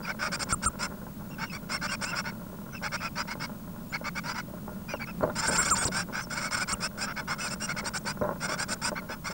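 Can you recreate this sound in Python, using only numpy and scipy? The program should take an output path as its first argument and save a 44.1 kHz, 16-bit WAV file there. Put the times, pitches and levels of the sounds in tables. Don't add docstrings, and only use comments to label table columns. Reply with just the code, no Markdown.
import sys
import numpy as np
from scipy import signal
from scipy.fft import rfft, irfft
from scipy.io import wavfile

SR = 44100
rng = np.random.default_rng(int(sys.argv[2]) if len(sys.argv) > 2 else 0)


def bounce(signal):
    frames = np.transpose(np.atleast_2d(signal))
    limited = np.clip(frames, -1, 1)
    pcm = np.round(limited * 32767).astype(np.int16)
    wavfile.write(sys.argv[1], SR, pcm)


def invert_db(x):
    u = np.asarray(x, float) / 20
    return 10 ** u


N = 411448

# t/s, length/s, level/dB, gape (beak opening) as level of the top resonances/dB, f/Hz
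MELLOW_CALLS = [(0.191, 0.1, -30.5, -20.5, 2266), (1.517, 0.059, -39, -14.5, 2316),
                (2.044, 0.078, -38, -13.5, 2730), (2.241, 0.067, -35.5, -27, 2230),
                (2.825, 0.058, -31, -21.5, 2296), (2.918, 0.053, -30, -21, 2253),
                (3.003, 0.081, -32.5, -24.5, 2522), (3.272, 0.069, -35, -20, 2200),
                (3.922, 0.049, -33.5, -31, 2243), (4.041, 0.054, -31, -25, 2265),
                (4.152, 0.049, -33, -20.5, 2325), (4.343, 0.07, -33.5, -22, 2220),
                (6.351, 0.049, -34.5, -14, 2258), (6.391, 0.1, -33, -10.5, 2255),
                (6.508, 0.059, -30.5, -11.5, 2272), (6.59, 0.056, -32.5, -10, 2380),
                (7.675, 0.055, -32.5, -16, 2240), (7.764, 0.047, -32, -16, 2248),
                (8.951, 0.049, -34.5, -48, 2233)]
# t/s, length/s, level/dB, gape/dB, f/Hz
SHRILL_CALLS = [(.316, 0.051, -31, -13.5, 2390), (0.392, 0.051, -32.5, -9, 2440),
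                (0.79, 0.082, -32, -12, 2630), (1.691, 0.086, -32, -14, 2650),
                (1.813, 0.063, -30.5, -18.5, 2294), (2.149, 0.067, -32.5, -16, 2600),
                (3.155, 0.077, -31, -23, 2416), (4.236, .1, -32.5, -20.5, 2347),
                (5.917, .12, -30.5, -12, 2626), (6.803, 0.076, -31.5, -10.5, 2590),
                (6.975, 0.093, -35, -9.5, 2567), (7.842, 0.056, -33, -10.5, 2330),
                (8.054, 0.074, -32, -12, 2386), (8.576, 0.074, -33, -9.5, 2432),
                (8.815, 0.09, -33, -8, 2645)]
# t/s, length/s, level/dB, gape/dB
TONELESS_RASPS = [(0.031, 0.066, -39.5, -24), (0.072, 0.051, -32.5, -28), (0.486, 0.049, -34.5, -8.5),
                  (0.622, 0.037, -33.5, -8.5), (1.382, 0.082, -34, -26), (1.89, 0.069, -33, -12.5),
                  (2.011, 0.045, -30.5, -12), (2.113, 0.042, -35, -48), (2.721, 0.047, -44, -39),
                  (3.397, 0.068, -34, -18), (4.88, 0.049, -40, -27), (4.994, 0.043, -38.5, -49),
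                  (5.068, .042, -42.5, -49),
                  (5.353, 0.063, -32, -9.5), (5.412, 0.055, -29.5, -15), (5.456, 0.054, -35, -2),
                 (5.506, .073, -28.5, -8), (5.568, 0.079, -31.5, -7.5), (5.615, .095, -32, -7.5),
                 (5.689, 0.045, -44.5, 5), (5.745, 0.064, -32, -11), (5.806, 0.044, -31, -5),
                 (5.84, 0.055, -39.5, -4.5), (6.126, 0.098, -31.5, -21.5), (6.209, 0.037, -52, -2),
                 (6.3, .056, -36.5, -9.5), (6.563, 0.031, -31.5, -13), (6.675, 0.064, -30.5, -10.5),
                 (7.063, 0.067, -34, -36), (7.16, 0.055, -33.5, -23), (7.276, 0.076, -30, -19.5),
                 (7.382, .117, -34, -9.5), (7.499, 0.054, -38.5, -6), (7.599, 0.074, -40.5, -4),
                 (7.936, 0.049, -32.5, -9.5), (8.402, 0.074, -33.5, -12), (8.48, 0.081, -31, -14.5),
                 (8.682, 0.068, -34, -7), (9.089, 0.064, -35.5, -22.5), (9.243, 0.058, -34, -14),
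                 (9.3, 0.047, -39, -15)]
# extra level of the middle resonances/dB,
# share of the sound that a long throat draws down in pitch/0-1
MELLOW_THROATS = [(.1, 0.6), (.1, 0.1), (.1, .4), (.1, 0.5), (.1, 0.4), (.1, 0.23), (.1, 0.5), (.1, 0.56),
                  (.1, 0.56), (.1, 0.66), (.1, 0.49), (.1, 0.47), (.1, .4), (.1, 0), (.1, 0.3), (.1, 0.68),
                  (.1, 0), (.1, 0.31), (.1, 0.36)]
SHRILL_THROATS = [(.1, 0.31), (.1, 0.33), (.1, 0.17), (.1, 0.27), (.1, 0.32), (.1, .3), (.1, 0.43),
                  (.1, 0.49), (.1, 0.28), (.1, 0.26), (.1, .4), (.1, 0.28), (.1, 0.16), (.1, 0.41),
                  (.1, 0.19)]
TONELESS_THROATS = [(.1, .4), (.1, 0.36), (.1, 0.65), (.1, .4), (.1, 0.61), (.1, 0.9), (.1, .3), (.1, .4),
                    (.1, 0.32), (3, 1), (.1, 0.76), (.1, .4), (.1, .4),
                    (.1, 0.39), (.1, 0.37), (.1, .4), (.1, 0.57), (.1, 0.21), (.1, 0.34), (.1, 0.41),
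                   (.1, .4), (.1, 0.46), (.1, 0.52), (.1, 0.18), (.1, 0.38), (.1, 0.26), (.1, 0.32),
                   (.1, 0.41), (.1, 0.26), (.1, .4), (.1, 0.28), (.1, .4), (0.101, 0.31), (.1, 0.38),
                   (.1, 0.35), (.1, 0.36), (.1, 0.3), (.1, 0.35), (0.099, 0.34), (.1, .4), (.1, 0.41)]
MELLOW_TONE_LEVELS = [-44, -44, -41, -43, -40, -40, -41, -45, -39, -39, -41, -46, -41, -42, -41, -41, -40,
                      -40, -41]
SHRILL_TONE_LEVELS = [-42, -43, -42, -38, -42, -40, -42, -43, -43, -38, -41, -41, -41, -40, -39]
MELLOW_HARMONICS = [3, -6, -21, -28]
SHRILL_HARMONICS = [-4, 2, -12, -22]
TAIL_HARMONICS = [-28, 2, -25]
# f/Hz, width/Hz, level/dB
LOW_RESONANCES = [(576, 48, -10), (904, 74, -4.5), (1183, 785, -7.5), (1491, 196, 2), (2152, 156, -4.5),
                  (2530, 1000, -11)]
MIDDLE_RESONANCES = [(3394, 43, 0), (4910, 2500, -7.5), (5496, 408, 5)]
TOP_RESONANCES = [(7283, 65, 10), (8644, 92, 6.5), (10200, 2700, -22)]
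EFFORT_POWERS = np.array([[1], [1.3], [1.8], [2.3]])
# t/s, length/s, start f/Hz, end f/Hz, level/dB
THIN_PEEPS = [(1.875, .05, 2550, 2720, -42), (6.735, .018, 2750, 2300, -44), (.05, .015, 2390, 2330, -41),
              (.09, .035, 2250, 2100, -43), (3.41, .052, 2150, 2130, -43), (1.305, .045, 2690, 2700, -53),
              (1.455, .035, 2750, 2780, -52), (1.495, .025, 2480, 2560, -45),
              (1.735, .045, 2050, 2150, -42), (1.4, .055, 2150, 2180, -45), (7.16, .055, 2150, 2180, -45),
              (1.92, .035, 2120, 2430, -43), (2.745, .038, 2620, 2600, -47), (2.97, .04, 2370, 2560, -50),
              (4.885, .055, 2380, 2200, -42), (4.92, .055, 2730, 2560, -46), (5.0, .045, 2250, 2230, -40),
              (5.068, .045, 2450, 2570, -46), (7.4, .075, 2540, 2330, -42), (9.25, .05, 2030, 2150, -43)]
# t/s, length/s, start f/Hz, end f/Hz, level/dB
CLEAR_NOTES = [
    (1.865, .06, 2300, 2750, -45),
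    (3.415, .04, 2500, 2700, -44),
    (7.4, .045, 2800, 2900, -47),
    (7.95, .025, 2100, 2900, -44),
    (7.5, .05, 2570, 2630, -41),
    (7.605, .065, 2720, 2760, -38),
]
# t/s, length/s, start f/Hz, end f/Hz, level/dB
SHRILL_TAILS = [(1.3, .05, 2700, 2700, -57), (1.455, .035, 2750, 2800, -56), (1.495, .025, 2480, 2500, -51),
                (7.64, .025, 3080, 2950, -50), (.02, .04, 2380, 2300, -49), (2.72, .055, 2900, 2720, -53),
                (2.735, .045, 2600, 2600, -51), (6.205, .045, 3000, 2930, -49),
                (6.235, .02, 2720, 2640, -41), (4.88, .06, 2750, 2900, -52), (5.055, .03, 2750, 2450, -52)]
# t/s, length/s, start f/Hz, end f/Hz, level/dB
HALF_RATE_BUZZ = [
    (5.65, .04, 1770, 1670, -44),
    (5.775, .065, 1580, 1740, -45),
]
# t/s, length/s, start f/Hz, middle f/Hz, level/dB
LOWER_WHISTLES = [(.526, .024, 7200, 7600, -32), (.66, .03, 7250, 7520, -32), (1.29, .03, 7040, 6900, -63),
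                  (2.055, .012, 7100, 7350, -43), (3.895, .05, 6700, 7180, -56),
                  (5.853, .01, 6900, 7050, -40), (5.482, .02, 7140, 7600, -31),
                  (5.54, .022, 7260, 7490, -35), (5.58, .045, 7320, 7620, -26),
                  (5.66, .02, 6950, 7360, -33), (5.71, .042, 7270, 7350, -27),
                  (5.778, .055, 7050, 6920, -40), (6.73, .013, 7140, 7480, -32)]
# t/s, length/s, start f/Hz, middle f/Hz, level/dB
UPPER_WHISTLES = [(.525, .024, 8400, 8950, -28.5), (2.055, .01, 8200, 8450, -44),
                  (.66, .029, 8450, 8880, -28), (5.48, .02, 8180, 9150, -31), (5.58, .045, 8580, 9090, -35),
                  (5.66, .02, 8300, 8770, -39), (5.71, .04, 8700, 8560, -32), (5.78, .06, 8480, 8330, -34),
                  (6.73, .013, 8500, 8820, -30.5)]
# t/s, length/s, top f/Hz, level/dB
UPWARD_FLICKS = [(.429, .014, 7900, -40), (.515, .012, 8200, -39), (.65, .012, 8500, -39),
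                 (2.042, .014, 8200, -43), (5.39, .02, 8270, -40), (5.468, .014, 8570, -35),
                 (5.568, .014, 8740, -32), (5.648, .013, 8860, -39), (5.698, .014, 8900, -34),
                 (5.766, .015, 8230, -37), (5.843, .009, 7000, -36), (6.717, .013, 8300, -39),
                 (7.478, .022, 7300, -46), (7.972, .015, 8000, -40), (8.73, .015, 7290, -39)]
# t/s, length/s, start f/Hz, middle f/Hz, end f/Hz, level/dB
FALLING_FLICK = [
    (5.85, .019, 7100, 8150, 7000, -30),
    (5.867, .019, 6100, 4900, 3500, -37),
]
# t/s, f/Hz, level/dB
BEAK_TICKS = [(5.228, 4400, -50), (5.232, 7200, -54), (5.298, 3700, -54), (8.004, 7800, -56),
              (8.01, 6000, -54), (8.036, 8500, -51), (8.042, 5500, -51), (8.19, 5400, -57),
              (8.208, 5700, -51), (8.232, 3800, -54), (8.234, 6000, -55)]
# t/s, peak level/dB, f/Hz
WOOD_KNOCKS = [(.981, -39, 900), (1.03, -32, 700), (1.067, -29, 1010), (1.165, -44, 900), (1.21, -31, 1100),
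               (2.53, -23, 600), (2.816, -27, 900), (3.354, -24, 800), (3.495, -27.5, 900),
               (3.679, -35, 1000), (4.013, -29, 695), (4.484, -33, 600), (4.537, -37, 400),
               (4.679, -25, 800), (4.718, -32, 800), (4.938, -17, 790), (5.209, -18, 1110),
               (5.216, -29, 500), (5.227, -22, 710), (5.231, -13.5, 600), (5.236, -10, 620),
               (5.245, -23, 500), (5.253, -28, 550), (5.261, -30, 600), (5.276, -18.5, 598),
               (5.288, -23, 554), (5.298, -20.5, 980), (5.499, -20.5, 500), (5.525, -21, 503),
               (5.882, -25.5, 399.5), (6.097, -27, 803), (8.05, -28, 609), (8.213, -18, 610),
               (8.217, -14, 520), (8.228, -21, 600), (8.239, -18, 800), (8.248, -21, 1100),
               (8.253, -20, 600), (8.27, -22.5, 700), (8.279, -23, 796), (8.291, -19, 970),
               (8.309, -21, 805), (8.318, -23, 700), (8.326, -32, 1200), (8.493, -25, 602),
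               (8.52, -25, 603), (8.918, -19.5, 600), (9.098, -23, 706), (9.3, -29, 601)]
# f/Hz, level/dB, time to fade by 60 dB/s
WOOD_MODES = [(216, -18, 0.031), (392, -8, 0.052), (530, 2.5, 0.017), (605, 3, 0.044), (870, -1.5, 0.032),
              (1040, 7.5, 0.015), (1380, 6.5, 0.02)]
# t/s, rustle level/dB, drone level/dB
NEST_STIR = [(0.0, -49, -42), (0.44, -48, -37.5), (0.99, -50.5, -39.5), (5.12, -55.5, -39),
             (5.19, -72, -32.5), (5.34, -51, -36.5), (5.59, -51, -36.5), (6.31, -49, -40.5),
             (8.7, -48, -39), (9.33, -50, -42)]
# f/Hz, level per Hz/dB
ROOM_NOISE = [(12, -39), (20, -2), (125, -5), (219, -1), (426, -26), (629, -15.5), (786, -30), (955, -17.5),
              (1860, -35), (8590, -32.5), (15400, -33)]


def rasps(rise_db=8.5, fall_db=19.0, edge_s=.006):
    gains, rate, long = np.zeros((4, N)), np.zeros(N), np.zeros(N)
    rows = MELLOW_CALLS + SHRILL_CALLS + TONELESS_RASPS
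    throats = MELLOW_THROATS + SHRILL_THROATS + TONELESS_THROATS
    calls = sorted(row[:4] + throat for row, throat in zip(rows, throats))
    fastest = rng.uniform(600, 1200, (len(calls), 1))
    peak = 0.7
    for (s, length, db, top_db, throat_db, share), top_hz in zip(calls, fastest):
        i = span(s - edge_s / 2, length + edge_s)
        u = np.linspace(0, 1, len(i))
        away = np.where(u < peak, 1 - u / peak, (u - peak) / (1 - peak))
        edges = np.clip(np.minimum(u, 1 - u) * length / edge_s, 0, 1)
        shape = invert_db(1.5 - np.where(u < peak, rise_db, fall_db) * away ** 2) * edges
        middle_db = -5 + 0.36 * top_db + throat_db
        highest_db = 2.5 + 1.25 * top_db
        group_db = np.array([[0], [middle_db], [top_db], [highest_db]])
        gains[:, i] = np.hypot(gains[:, i], shape ** EFFORT_POWERS * invert_db(db + group_db))
        long[i] = np.clip(share + 0.45 * (.5 - u), 0, 1)
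        rate[i] = top_hz * (1 - .3 * (u - .7) ** 2)
    cycles = np.cumsum(rate * (1 + .012 * drift(150))) / SR
    beats = np.diff(np.floor(cycles), prepend=0)
    flutter = invert_db(1.6 * drift(60))
    breath = flutter * rng.standard_normal(N)
    pulses = flutter * beats * np.sqrt(SR / np.maximum(rate, 1))
    source = breath + 1.35 * pulses
    low = butter(resonate(breath + 0.67 * pulses, LOW_RESONANCES), 1870, "low", order=2)
    middle = throat(source, MIDDLE_RESONANCES, long, depth=1)
    top = throat(source, TOP_RESONANCES, long, depth=.3)
    middle = butter(middle, [3100, 6100], "band", order=2)
    highest = butter(top, 7900, "high", order=4)
    top = butter(top, [6100, 7900], "band", order=3)
    return gains[0] * low, gains[1] * middle + gains[2] * top + gains[3] * highest


def throat(source, peaks, long, depth):
    lowered = resonate(source, np.multiply(peaks, [0.9504 ** depth, 1, 1]))
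    lifted = resonate(source, np.multiply(peaks, [1.003 ** depth, 1, 1]))
    return np.sqrt(long) * lowered + np.sqrt(1 - long) * lifted


def call_tones(calls, glide, levels_db):
    out = []
    for (s, length, *_, hz), db in zip(calls, levels_db):
        start, end = max(s + .009, s + length - .072), s + length
        out.append((start, end - start, glide[0] * hz, hz, glide[1] * hz, db))
    return out


def mellow_tones():
    table = call_tones(MELLOW_CALLS, (.89, .96), MELLOW_TONE_LEVELS) + arched(THIN_PEEPS, 1.025)
    return notes(table, MELLOW_HARMONICS, jitter=.006, shimmer_db=2.5, taper=.3, hook=.12, rough=.35)


def shrill_tones():
    table = call_tones(SHRILL_CALLS, (.85, 1.025), SHRILL_TONE_LEVELS) + arched(CLEAR_NOTES, 1.02)
    tones = notes(table, SHRILL_HARMONICS, jitter=.006, shimmer_db=3.5, taper=.5, rough=.2)
    tails = notes(arched(SHRILL_TAILS, 1.02), TAIL_HARMONICS, jitter=.008, shimmer_db=3.5, taper=.4,
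                  hook=.1, rough=.15)
    return tones + tails


def buzz():
    return notes(arched(HALF_RATE_BUZZ, .99), [-20, 0, -1], jitter=.006, shimmer_db=2.5, taper=.4)


def two_voiced_whistles():
    table = sagging(LOWER_WHISTLES, 6300) + sagging(UPPER_WHISTLES, 8500, drop_hz=240)
    return notes(table, [3], jitter=.001, shimmer_db=.6, taper=.3, fade_db=4, scoop=.07)


def flick_leads():
    table = [(s - .02, .02, 2150, 2600, 3500, db - 6) for s, *_, db in UPWARD_FLICKS]
    return notes(table, [0, -3], jitter=.008, shimmer_db=2, taper=.3)


def fast_flicks():
    rises = [(s, length, 3500, (3500 + hz) / 2 + 450, hz, db) for s, length, hz, db in UPWARD_FLICKS]
    flick = notes(rises + FALLING_FLICK, [7], jitter=.007, shimmer_db=2, taper=.3, fade_db=5)
    flick = butter(flick, 2500, "high", order=1)
    flick = flick - .5 * butter(flick, [5900, 6800], "band", order=1)
    return flick + 0.32 * np.roll(flick, round(0.0024 * SR))


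def overdrive(high, square=11.0, fourth=2.0, resonance=1.2):
    hot = high + resonance * butter(high, [8200, 9100], "band", order=1)
    bent = square * butter(hot ** 2, 1800, "low", order=2)
    low = butter(bent + fourth * bent ** 2, 50, "high", order=2)
    sidebands = .8 * high * low
    octaves = 2.6 * butter(high, 6600, "high", order=3) ** 2
    return high + low + sidebands + octaves


def ticks():
    table = [(s, .009, hz * 1.07, hz, hz * .93, db) for s, hz, db in BEAK_TICKS]
    return notes(table, [3], jitter=.02, shimmer_db=2, taper=1)


def knocks():
    size = 3000
    out, time = np.zeros(N + SR), np.arange(size) / SR
    hz, mode_db, t60 = np.transpose(WOOD_MODES)[:, :, None]
    rings = invert_db(mode_db - 60 * time / t60) * np.sin(2 * np.pi * hz * time)
    after = rng.exponential(.002, (len(WOOD_KNOCKS), 14)).cumsum(axis=1)
    signs = rng.uniform(-1.3, 1, (len(WOOD_KNOCKS), 14))
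    for (s, db, centre_hz), lags, sign in zip(WOOD_KNOCKS, after, signs):
        reach = np.exp(-(np.log2(hz / centre_hz) / 0.94) ** 2)
        body = np.sum(rings * reach, axis=0)
        clicks = np.zeros(size)
        clicks[0] = 1
        places = np.minimum(lags * SR, size - 1).astype(int)
        np.add.at(clicks, places, invert_db(-2 - 450 * lags) * sign)
        blow = signal.fftconvolve(clicks, body / np.abs(body).max())
        start = round(s * SR)
        out[start:start + len(blow)] += invert_db(db) * blow
    return butter(butter(out[:N], 1500, "low", order=3), 90, "high", order=1)


def rustle(level_db, per_s=900):
    sizes = invert_db(5.1 * np.minimum(rng.exponential(1, N), 5)) * rng.choice([-1, 1], N)
    born = rng.random(N) < per_s * invert_db(6 * drift(9)) / SR
    grains = butter(wood(sizes * born, spread_db=1.5), [300, 1700], "band", order=2)
    return invert_db(level_db) * grains / grains.std()


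def wood(clicks, spread_db):
    out = 0
    for hz, db, t60 in WOOD_MODES:
        r, w = invert_db(-60 / (t60 * SR)), 2 * np.pi * hz / SR
        strengths = invert_db(db + spread_db * rng.standard_normal(N))
        struck = clicks * strengths + 1e-18
        out = out + signal.lfilter([0, np.sin(w)], [1, -2 * r * np.cos(w), r * r], struck)
    return out


def drone(level_db):
    return invert_db(level_db - 3.0) * resonate(rng.standard_normal(N), [(197.4, 50.0, 1.5), (133.7, 56, -4.5)])


def hiss():
    hz, db = np.transpose(ROOM_NOISE[:-1])
    bins_hz = np.fft.rfftfreq(N, 1 / SR)
    colour = invert_db(np.interp(np.log(bins_hz + 1), np.log(hz), db))
    noise = irfft(rfft(rng.standard_normal(N)) * colour, N)
    return invert_db(-45.5) * noise / noise.std()


def line_whine():
    return np.sqrt(2) * invert_db(-54.5) * np.sin(2 * np.pi * 15624.4 * np.arange(N) / SR)


def notes(table, overtones_db, jitter, shimmer_db, taper, hook=0, rough=0, fade_db=0, scoop=0):
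    out, waver, shimmer = np.zeros(N), 1 + jitter * drift(180), invert_db(shimmer_db * drift(58))
    shimmer = shimmer * (1 + rough * drift(330))
    for s, length, *pitches, db in table:
        i = span(s - scoop / 30, length * (1 + hook) + scoop / 30)
        end_sag = hook * np.exp((i - i[-1]) / (.005 * SR))
        start_sag = scoop * np.exp((i[0] - i) / (.003 * SR))
        sag = 1 - end_sag - start_sag
        phase = 2 * np.pi * np.cumsum(bend(pitches, i) * sag * waver[i]) / SR
        stack = 0
        for k, g in enumerate(overtones_db):
            stack = stack + invert_db(g) * sag ** (12 * k) * np.sin((k + 1) * phase)
        fade = np.linspace(fade_db / 2, -fade_db / 2, len(i))
        out[i] += invert_db(db + fade) * signal.windows.tukey(len(i), taper) * shimmer[i] * stack
    return out


def bend(row, time):
    u = np.linspace(-1, 1, len(time))
    start, middle, end = row
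    return middle + (end - start) * u / 2 + (start + end - 2 * middle) * u ** 2 / 2


def arched(table, arch):
    return [(s, length, a, arch * max(a, b), b, db) for s, length, a, b, db in table]


def sagging(table, hz_per_s, drop_hz=0):
    return [(s, length, a, b, b - drop_hz - hz_per_s * length, db) for s, length, a, b, db in table]


def span(s, length):
    return np.arange(round(s * SR), min(round((s + length) * SR), N))


def drift(rate):
    r = np.exp(-2 * np.pi * rate / SR)
    slow = signal.lfilter([1], [1, -2 * r, r * r], rng.standard_normal(N + SR))[SR:]
    return slow / slow.std()


def resonate(x, peaks):
    out = 0
    for k, (hz, width, db) in enumerate(peaks):
        r = np.exp(-np.pi * width / SR)
        ring = [1, -2 * r * np.cos(2 * np.pi * hz / SR), r * r]
        out = out + (-1) ** k * invert_db(db) * signal.lfilter([1 - r * r, 0, r * r - 1], ring, x)
    return out / out.std()


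def butter(x, hz, kind, order):
    return signal.sosfilt(signal.butter(order, hz, kind, fs=SR, output="sos"), x)


def scene():
    low, high = rasps()
    voiced = mellow_tones() + shrill_tones() + buzz() + flick_leads() + ticks()
    whistles = two_voiced_whistles()
    hush = 1 / (1 + 40 * butter(np.abs(whistles), 56, "low", order=1))
    birds = low + voiced + overdrive(hush * high + whistles + fast_flicks())
    s, rustle_db, drone_db = np.transpose(NEST_STIR)
    time = np.arange(N) / SR
    nest = knocks() + rustle(np.interp(time, s, rustle_db)) + drone(np.interp(time, s, drone_db))
    return (birds + nest + hiss())[None]


def low_pass(x):
    return signal.sosfilt(signal.butter(12, 16950, fs=SR, output="sos"), x)


def record(dry):
    cut = signal.ellip(12, .2, 60, 15780, fs=SR, output="sos")
    mix = signal.sosfilt(cut, dry + line_whine() - .0014)
    return low_pass(mix)


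dry = scene()
out = record(dry)
bounce(out)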